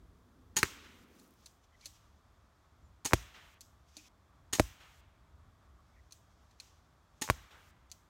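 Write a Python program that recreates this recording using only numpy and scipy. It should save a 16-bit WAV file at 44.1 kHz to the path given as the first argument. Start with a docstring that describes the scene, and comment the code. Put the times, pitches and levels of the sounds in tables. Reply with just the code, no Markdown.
"""A crossbow is fired four times at a stuffed target bag in a quiet wood, over far traffic and an early drone.
At each release impulses shake the bow's resonances; a moment later the bolt cracks into the bag, whose damped
modes thud. Both excite a diffuse wash of noise from the trees, which swells again, while a treble hiss stands.
A fine crackle follows the first shot. Latch clicks (bouncing impulses in resonators), rustling (swelling noise)
and faint peeps (narrow-band noise) fall between the shots."""
import sys
import numpy as np
from scipy import signal
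from scipy.fft import rfft, irfft, next_fast_len
from scipy.io import wavfile

SR = 44100
rng = np.random.default_rng(int(sys.argv[2]) if len(sys.argv) > 2 else 0)


def materialize(psi):
    """Save the field psi as 16-bit PCM at rate SR to the path in sys.argv[1].

    A 1-D psi becomes a single channel; in a 2-D psi each row is a channel.
    """
    bounded = np.clip(np.atleast_2d(psi).T, -1, 1)
    quanta = np.round(bounded * 32767).astype(np.int16)
    wavfile.write(sys.argv[1], SR, quanta)


N = 356764
TIME = np.arange(N) / SR
TRACE = 1e-15 * np.sin(np.arange(N))   # keeps filters out of slow, vanishing numbers

# releases of the string: trigger t/s, string slap level/dB, first shudder delay after the slap/ms,
# its level/dB, wash from near trees level/dB, far trees relative to near/dB, treble share/dB
SHOTS = [(.5620, -11, 8.3, -21.5, -38.5, -5.5, -1), (3.048, -25, 4.6, -22.5, -41.5, -10, 0.5),
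         (4.5268, -17, 9.2, -27.5, -37.5, -9.5, 0.5), (7.2143, -22, 3, -30, -41, -9, -0.5)]
# bolt into bag: t/s, crack level/dB, tension factor on the mode frequencies, second blow delay/ms, its gain/dB,
# tearing level/dB, near wash level/dB, late swell level/dB, bass share of both/dB,
# then how hard this spot strikes boom, thud, body, knock and snap/dB
IMPACTS = [(0.6306, -5.5, 1.22, 3.27, -6.5, -37, -42.5, -56.5, -2, -12, -6, -23.5, -17.5, 0.5),
           (3.1340, -10, 1.146, 3.23, -22, -30.5, -45.5, -53, -2.5, 3, 1.5, -0.5, 2, 1),
           (4.5968, -9.5, 1.076, 4.1, -21.5, -33, -50.5, -57, -1.5, 2.5, 3, 7, -3.5, -7),
           (7.3000, -10.5, 1.13, 1.8, -22, -35, -52.5, -59, 4, -0.5, -9, -5.5, 3, -0.5)]
# latch and small handling clicks: t/s, level/dB, gain of the lower rings/dB, gain of the stock/dB
LATCH_CLICKS = [(1.1945, -52.5, -14, -15), (1.216, -62, -6, -15), (1.242, -60, -7, -15),
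                (1.444, -66, 3, -10), (1.4596, -41, -1, -8), (1.81, -58.5, 7, -10), (1.8474, -52, 0, -10),
                (1.8573, -34.5, 0, 1), (1.8658, -42.5, -6, 1.5), (3.6078, -38, -8.5, -17),
                (3.928, -69, -1, -10), (3.9680, -37.5, -2, 10.5), (6.109, -58.5, 6, -10),
                (6.1221, -40, -3.5, -10), (6.51, -65, 6, -10), (6.6001, -41, 4.5, -10),
                (7.9006, -60, 1.5, -10), (7.9155, -38.5, -2.5, -10)]
# low-frequency noise spectrum, of far traffic and of the bag's boom: f/Hz, relative level per Hz/dB
RUMBLE_SPECTRUM = [(15, -45), (25, -17.5), (42, -3), (70, 1), (95, -3.5), (146, -14.5), (216, -21.5),
                   (400, -26), (520, -56.5), (880, -120)]
# instants at which the tails stop dead: t/s
TAIL_STOPS = [3.583, 4.085]
LATE_S = 0.2054   # the wash swells again this long after each hit
MOVE_S = 1.5   # the microphone stands by the shooter until here, then by the bag


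def from_db(db):
    """Logarithmic level: decibels to amplitude gain."""
    return 10 ** (np.asarray(db) / 20)


def rms_one(x):
    """Normalisation by mean power: scale to unit rms."""
    return x / np.sqrt(np.mean(x ** 2) + 1e-20)


def at_hz(points, hz):
    """Logarithmic frequency scale: read (f/Hz, value) points along it."""
    f, values = np.array(points)[:, 0], np.array(points)[:, 1]
    return np.interp(np.log(hz), np.log(f), values)


def coloured(points):
    """Spectral shaping: white noise weighted in the frequency domain, at unit rms."""
    size = next_fast_len(N)
    hz = np.maximum(np.fft.rfftfreq(size, 1 / SR), 1)
    spectrum = rfft(rng.standard_normal(size)) * from_db(at_hz(points, hz))
    return rms_one(irfft(spectrum, size)[:N])


def drift(rate, time=TIME):
    """Slow random modulation: normal points, rate per second, joined by lines; spread near 1."""
    return np.interp(time * rate, np.arange(400), rng.standard_normal(400))


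def filtered(x, edges, kind="low", order=2):
    """Frequency selection by a Butterworth filter; edges in Hz."""
    return signal.sosfilt(signal.butter(order, edges, kind, fs=SR, output="sos"), x)


def resonance(x, hz, width):
    """Damped oscillator: a two-pole peak with gain 1 on top; width in Hz."""
    r = np.exp(-np.pi * width / SR)
    zeros = (1 - r * r) / 2 * np.array([1, 0, -1])
    poles = [1, -2 * r * np.cos(2 * np.pi * hz / SR), r * r]
    return signal.lfilter(zeros, poles, x + TRACE[:len(x)])


def burst(s, level_db, hold, t60):
    """Exponential decay: an envelope with a sudden start, a hold, then a fall."""
    out, at = np.zeros(N), round(s * SR)
    age = TIME[:SR // 2][:N - at]
    out[at:at + len(age)] = from_db(level_db - 60 * np.maximum(age - hold, 0) / max(t60, .002))
    return out


def rattle(events, spectrum, modes, noise_db, ring_db, grain_db, strike_db):
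    """Impact excitation of modes: a strike and uneven small contacts, heard directly and through resonances."""
    shaking = sum(burst(*row) for row in events)
    strengths = np.repeat(rng.standard_normal(N // 40 + 1), 40)[:N]   # one strength per contact
    contacts = shaking * rms_one(from_db(grain_db * strengths))
    strikes = np.maximum(np.diff(shaking, prepend=0), 0)
    drive = contacts * rng.standard_normal(N) + from_db(strike_db) * strikes
    rings = sum(from_db(db) * resonance(drive, hz, width) for hz, width, db in modes)
    return from_db(noise_db) * contacts * coloured(spectrum) + from_db(ring_db) * rings


def background():
    """Modulated broadband noise: far traffic's lumpy rumble, a roar whose tyre band flutters, the early drone."""
    # median level of the rumble: t/s, level/dB
    traffic_level = [(0.0, -63), (0.6, -63.5), (1.5, -69), (2.6, -65), (4.2, -66), (5.3, -63.5),
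                     (6.9, -67.5), (7.66, -67), (8.09, -64)]
    # roar spectrum: f/Hz, relative level per Hz/dB
    roar_spectrum = [(88, -36), (150, 1), (169, -2.5), (339, -7.5), (491, -10.5), (670, -5), (753, -7.5),
                     (1150, -6), (2930, -23), (3360, -17.5), (4080, -22), (7170, -25), (10400, -33.5),
                     (11900, -30.5), (15600, -36.5)]
    # level of the low drone: t/s, level/dB
    drone_level = [(0, -69), (.5, -69.5), (.8, -65), (1.2, -64.5), (1.5, -79.5), (1.8, -86)]
    # drone spectrum: f/Hz, relative level per Hz/dB
    drone_spectrum = [(120, -21), (180, -1), (250, 3), (320, -3), (500, -8), (800, -35.5)]
    rumble_db = np.interp(TIME, *np.transpose(traffic_level)) + 2.6 * drift(7)
    rumble = from_db(rumble_db) * coloured(RUMBLE_SPECTRUM)
    tyre_band = rms_one(resonance(rng.standard_normal(N), 1180, 220))
    tyres = from_db(-11 + 5.0 * drift(30)) * tyre_band   # median level relative to the roar
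    roar = from_db(-71.5 + 0.4 * drift(3.0)) * (coloured(roar_spectrum) + tyres)
    drone = from_db(np.interp(TIME, *np.transpose(drone_level))) * coloured(drone_spectrum)
    return rumble + roar + drone


def treble_hiss():
    """Stationary noise, gated: it stands from each release until a little after the hit, then stops dead."""
    # hiss spectrum: f/Hz, relative level per Hz/dB
    hiss_spectrum = [(1500, -11), (4000, 1), (7000, 2.5), (10400, -6), (12500, -4.5), (15600, -3),
                     (16000, -31.5)]
    hiss_db, early_db, after_s = -73.5, -6, 0.412   # early_db: lower until the late swell
    level = np.zeros(N)
    for shot, hit in zip(SHOTS, IMPACTS):
        sounding = (TIME > shot[0]) * (TIME < hit[0] + after_s)
        level += sounding * from_db(hiss_db + early_db * (TIME < hit[0] + LATE_S))
    return level * coloured(hiss_spectrum)


def crackle():
    """Sparse random impulses: ticks of very unequal size in a treble hiss after the first shot."""
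    # level of hiss and ticks together: t/s, level/dB
    crackle_level = [(1.08, -82), (1.22, -71.5), (1.32, -78.5), (1.58, -85)]
    level = from_db(np.interp(TIME, *np.transpose(crackle_level), left=-120, right=-120))
    sizes = from_db(18.5 + 5.0 * np.minimum(rng.exponential(1, N), 3))
    ticks = (rng.random(N) < 70 / SR) * sizes   # about 70 per second
    return level * rms_one(filtered(rng.standard_normal(N) + ticks, 7000, "high"))


def peeps():
    """Narrow-band noise: two equal resonances in series make short wavering tones."""
    # faint squeaks and peeps, under a rounded envelope: t/s, length/s, f/Hz, level before the envelope/dB
    peep_tones = [(1.712, 0.064, 1980, -73), (1.72, 0.042, 3100, -80), (1.815, 0.044, 2280, -69),
                  (2.81, 0.08, 7100, -84), (3.97, 0.046, 2500, -65), (4.042, 0.035, 2520, -70),
                  (5.78, 0.039, 1145, -70), (5.92, 0.084, 2220, -78), (5.945, 0.077, 1910, -74)]
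    out, white = np.zeros(N), rng.standard_normal(SR // 2)
    for s, length, hz, db in peep_tones:
        at, size = round(s * SR), round(length * SR)
        tone = rms_one(resonance(resonance(white, hz, 220), hz, 220)[-size:])
        out[at:at + size] += from_db(db) * np.sqrt(np.hanning(size)) * tone
    return out


def rustle():
    """Friction as amplitude-modulated noise: clothes and gear swell and sink with a crackly, skewed flicker."""
    # swells: loudest t/s, median level there/dB, rise over 20 dB/s, fall over 20 dB/s
    swells = [(1.19, -72, 0.13, 0.15), (1.44, -77, 0.21, 0.08), (1.644, -71.5, 0.03, 0.019),
              (1.85, -65, 0.1, 0.24), (3.886, -74.5, .03, 0.072), (3.985, -63, 0.073, 0.1),
              (4.078, -68.5, 0.17, .1), (5.95, -86, .3, 0.35), (6.52, -79, 0.65, 0.084),
              (6.62, -66, 0.039, 0.24), (7.19, -79, .2, .1)]
    # rustling spectrum: f/Hz, relative level per Hz/dB
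    rustle_spectrum = [(900, -33.5), (1500, -11), (2100, -4.5), (3200, -2.5), (4400, -3.5), (6000, 0.5),
                       (7500, -6.5), (9000, -14.5), (15500, -18.5), (16200, -40)]
    level = np.zeros(N)
    for s, db, rise, fall in swells:
        end = min([stop for stop in TAIL_STOPS if stop > s], default=N / SR)
        swell_db = np.interp(TIME, [s - 2 * rise, s, s + 2 * fall], [db - 40, db, db - 40])
        level += from_db(swell_db) * (TIME < end)
    return level * from_db(2.0 * drift(28)) * coloured(rustle_spectrum)


def latch():
    """Bouncing impacts on coupled resonators: how the part is held sets the lower rings and the stock."""
    # latch modes: f/Hz, bandwidth/Hz, level/dB
    latch_modes = [(2600, 180, -5.5), (4340, 520, 3), (5440, 98, -4), (6070, 280, 2), (7000, 41, -7),
                   (9380, 150, -1), (11240, 310, -9)]
    # modes of the hollow stock under the latch: f/Hz, bandwidth/Hz, level/dB
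    stock_modes = [(306, 13, 3.5), (600, 130, -9.5)]
    # contact noise spectrum: f/Hz, relative level per Hz/dB
    contact_spectrum = [(900, -23), (1500, -3), (2600, -1.5), (4300, 1), (5200, -27), (6800, 10.5),
                        (9400, -2), (12000, -17), (16500, -23)]
    bounce_s, bounce_db = 0.0038, -7.5   # spacing and loss of the two bounces
    hold_s, t60_s = 0.00074, 0.02
    rings_hz, stock_hz = 5200, 800   # upper edges of the lower rings and of the stock
    touches = [(s + k * bounce_s, db + k * bounce_db, hold_s, t60_s)
               for s, db, *_ in LATCH_CLICKS for k in range(3)]
    clicks = rattle(touches, contact_spectrum, latch_modes + stock_modes,
                    noise_db=-12.5, ring_db=0.0, grain_db=4.0, strike_db=14.0)
    clicks = clicks + 1e-18   # avoids vanishing numbers in the filters
    s, _, rings_db, stock_db = np.transpose(LATCH_CLICKS)
    latest = np.maximum(np.searchsorted(s, TIME, "right") - 1, 0)   # the click now sounding
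    upper_rings = filtered(clicks, rings_hz, "high", 4)
    lower_rings = from_db(rings_db)[latest] * filtered(clicks, [stock_hz, rings_hz], "band", 4)
    stock = from_db(stock_db)[latest] * filtered(clicks, stock_hz, "low", 4)
    return upper_rings + lower_rings + stock


def washes():
    """Excitation of the diffuse field: (t/s, rise/s, level/dB, colour) of each onset of the wash."""
    # colour of a click's wash: far trees relative to near/dB, bass share/dB, treble share/dB
    latch_colour = (-8, -26.5, 0.94)
    rows = []
    for s, _, _, _, wash_db, far_db, treble_db in SHOTS:
        rows.append((s + .006, 0, wash_db, (far_db, -7, treble_db)))
    for s, _, _, _, _, _, wash_db, late_db, bass_db, *_ in IMPACTS:
        rows.append((s + .003, 0, wash_db, (-2, bass_db, -2)))
        rows.append((s + LATE_S, 0.0079, late_db, (2, bass_db, -15.5)))
    for s, db, *_ in LATCH_CLICKS:
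        rows.append((s + 0.0039, 0, db - 23.5, latch_colour))
    return rows


def dying(power, t60, rate):
    """Exponential decay of sound energy after each onset; at each tail stop all that went before ends."""
    parts = np.split(power, [round(s * rate) for s in TAIL_STOPS])
    keep = from_db(-120 / t60 / rate)   # for power, 120 here is a 60 dB fall
    return np.concatenate([signal.lfilter([1], [1, -keep], part + 1e-30) for part in parts])


def trees():
    """Diffuse scattering: band by band, noise decays as a wash from near trunks and one from far ones, in lumps."""
    # near and far wash spectra: f/Hz, relative level per Hz/dB
    near_spectrum = [(100, -9), (300, -11.5), (650, -10.5), (1500, -2.5), (2800, -1.5), (3700, -1),
                     (4700, -7), (5700, 2), (7500, -4), (10400, -16.5), (12500, -13.5), (16000, -16)]
    far_spectrum = [(100, -10.5), (500, -5.5), (1200, -0.5), (2500, -4), (3500, -4), (4700, -11),
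                    (5800, -4.5), (7500, -9.5), (10400, -22.5), (16000, -23.5)]
    # near and far decay times: f/Hz, t60/s
    near_t60 = [(300, 0.25), (3000, 0.16), (12000, 0.48)]
    far_t60 = [(300, 0.69), (2000, 1.2), (8000, 0.6)]
    out, edges = np.zeros(N), 90 * 2 ** (np.arange(31) / 4)   # quarter-octave bands
    coarse, rate = TIME[::32], SR / 32   # the envelopes are computed on this grid
    white, onsets = rng.standard_normal((2, N)), washes()
    for k, (low, high) in enumerate(zip(edges, edges[1:])):
        hz, near, far = np.sqrt(low * high), np.zeros(len(coarse)), np.zeros(len(coarse))
        for s, rise, db, (far_db, bass_db, treble_db) in onsets:
            at, steps = int(s * rate) + 1, int(rise * rate) + 1
            share_db = at_hz([(1200, bass_db), (3000, 0.00016), (8000, treble_db)], hz)
            power = from_db(db + share_db) ** 2 / steps
            near[at:at + steps] += power * from_db(at_hz(near_spectrum, hz)) ** 2
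            far[at:at + steps] += power * from_db(far_db + at_hz(far_spectrum, hz)) ** 2
        power = dying(near, at_hz(near_t60, hz), rate) + dying(far, at_hz(far_t60, hz), rate)
        lumpy = np.sqrt(power) * from_db(0.88 * drift(40, coarse))
        band = filtered(white[k % 2], [low, high], "band")   # neighbouring bands take separate noise
        out += 2 * band * np.interp(TIME, coarse, lumpy)
    return out


SLAP_S = 0.0046   # from the trigger to the string slap


def bow_contacts():
    """Successive impacts: trigger tick, string slap and two shudders of the limbs, as burst settings."""
    hold_s, slap_t60_s, shudder_t60_s = 0.0045, 0.022, .05
    rows = []
    for s, slap_db, shudder_ms, shudder_db, *_ in SHOTS:
        slap = s + SLAP_S
        rows += [(s, -30, hold_s, shudder_t60_s),
                 (slap, slap_db, hold_s, slap_t60_s),
                 (slap + shudder_ms / 1000, shudder_db, hold_s, shudder_t60_s),
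                 (slap + 0.0194, slap_db - 11, hold_s, shudder_t60_s)]
    return rows


def bow():
    """Modal response to a released string: the parts rattle, and its stop knocks a woody thump from the stock."""
    # bow modes: f/Hz, bandwidth/Hz, level/dB
    bow_modes = [(246, 49, -11), (385, 5.1, -9.5), (860, 17, -6), (1830, 65, -7.5), (3200, 80, -12.5),
                 (4280, 97, -3.5), (4730, 39, -9.5), (6360, 66, -14), (6680, 150, 2), (7600, 100, -18.5),
                 (8440, 100, -12), (9150, 150, -9)]
    # contact noise spectrum: f/Hz, relative level per Hz/dB
    contact_spectrum = [(59, -38.5), (100, -8.5), (401, -6), (529, -17), (884, -3.5), (1510, -13),
                        (1870, -7), (5100, -11), (6730, -7.5), (15100, -19.5), (16500, -36.5)]
    # knock of stock and limbs: f/Hz, t60/s, level before the slap's part/dB, share of the slap's dB it follows
    thump_modes = [(265, 0.028, -32, 0), (395, .11, -21.5, 2.02), (873, .08, -28.5, 1.1)]
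    t = TIME[:SR // 4]
    out = rattle(bow_contacts(), contact_spectrum, bow_modes,
                 noise_db=-15, ring_db=0.0, grain_db=2.5, strike_db=23)
    for s, slap_db, *_ in SHOTS:
        at = round((s + SLAP_S) * SR)
        for hz, t60, db, share in thump_modes:
            decay = from_db(db + share * slap_db - 60 * t / t60)
            out[at:at + len(t)] += decay * np.sin(2 * np.pi * hz * t)
    return out


def bag():
    """Impact on a damped body: the tip cracks the cover, heavy modes ring, a second blow comes as the bolt stops."""
    # modes of the bag: f before the tension factor/Hz, t60/s, level before the spot's gain/dB
    bag_modes = [(48.6, 0.23, -31.5), (72, 0.11, -30), (90, 0.075, -35), (105, 0.06, -23),
                 (176, 0.046, -33), (299.8, 0.025, -15.5), (440, 0.021, -23.5), (570, .025, -20.5),
                 (986, 0.014, -15.5), (1334, 0.0045, -10), (1820, 0.0017, -9)]
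    # centres of boom, thud, body, knock and snap: f/Hz
    strike_hz = 80, 300, 580, 1000, 1850
    # cover fabric spectrum: f/Hz, relative level per Hz/dB
    tearing_spectrum = [(100, -24), (1000, 5), (3000, -1), (7000, -3), (12000, -8.5), (16500, -16.5)]
    # trunks that throw the blow back to the shooter: lag/ms, gain/dB
    trunk_echoes = [(13.0, -18.5), (25.0, -23.5), (90.0, -38)]
    # faint dull copies of the blow, just ahead of it: t/s, gain relative to the blow/dB, low cut f/Hz
    faint_forerunners = [(3.1105, -26.5, 599), (3.1225, -22.5, 81), (4.5849, -24.5, 80.7),
                         (7.2779, -25, 600), (7.289, -20.5, 79.7)]
    out, t = np.zeros(N), TIME[:SR // 2]
    fabric, boom = coloured(tearing_spectrum), coloured(RUMBLE_SPECTRUM)
    u = t / 0.00046   # time in crack lengths
    for s, crack_db, tension, second_ms, second_db, tear_db, _, _, _, *struck_db in IMPACTS:
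        crack = from_db(crack_db) * (1 - 2 * u) * (u < 1)   # N-shaped pressure pulse
        blow = filtered(crack, 900, "high")
        for hz, t60, db in bag_modes:
            heavy = hz < 800   # the stuffing moves late and caves in first
            age = np.maximum(t - heavy * 0.00235, 0)
            spot_db = at_hz(list(zip(strike_hz, struck_db)), hz)
            decay = from_db(db + spot_db - 60 * age / t60)
            blow += decay * np.sin(2 * np.pi * hz * tension * age) * (-1) ** heavy
        blow = filtered(blow, 65, "high")   # a small body radiates little deep bass
        sharp = filtered(blow, 750, "high")   # the second blow is light and quick
        dull = filtered(blow, 2500)
        sounds = [(blow, 0, 0), (sharp, second_ms, second_db)]
        if s < MOVE_S:
            sounds += [(dull, lag_ms, db) for lag_ms, db in trunk_echoes]
        for copy_s, db, cut_hz in faint_forerunners:
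            if 0 < s - copy_s < .1:
                copy = filtered(dull, cut_hz, "high")
                sounds.append((copy, 1000 * (copy_s - s), db))
        for sound, ms, db in sounds:
            at = round((s + ms / 1000) * SR)
            out[at:at + len(t)] += from_db(db) * sound
        puncture = burst(s, tear_db + 8.5, 0.00067, 0.004)
        tearing = burst(s + 0.0013, tear_db, 0.0046, 0.022)
        out += (puncture + tearing) * fabric
        out += burst(s, -52 + struck_db[0], .03, .45) * boom   # a lumpy low boom lingers
    return out


def ground_dip(x):
    """Interference: by the shooter the forest floor cancels a low-mid band."""
    return x - 0.59 * (TIME < MOVE_S) * resonance(x, 660, 350)


def scene():
    """Superposition: the pressures of all sources add at one microphone."""
    shots = ground_dip(bow() + bag() + trees())
    quiet_sounds = treble_hiss() + crackle() + rustle() + peeps() + background()
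    return (shots + latch() + quiet_sounds)[None]


def record(dry):
    """Band limiting and saturation: the microphone loses the lowest bass and rounds peaks; the top is cut."""
    top, cutoff_hz = .8, 17200   # peaks bend towards the height top
    low_cut = filtered(dry, 33, "high")
    rounded = top * np.tanh(low_cut / top)
    return signal.sosfilt(signal.cheby2(12, 70, cutoff_hz, fs=SR, output="sos"), rounded)


dry = scene()
out = record(dry)
materialize(out)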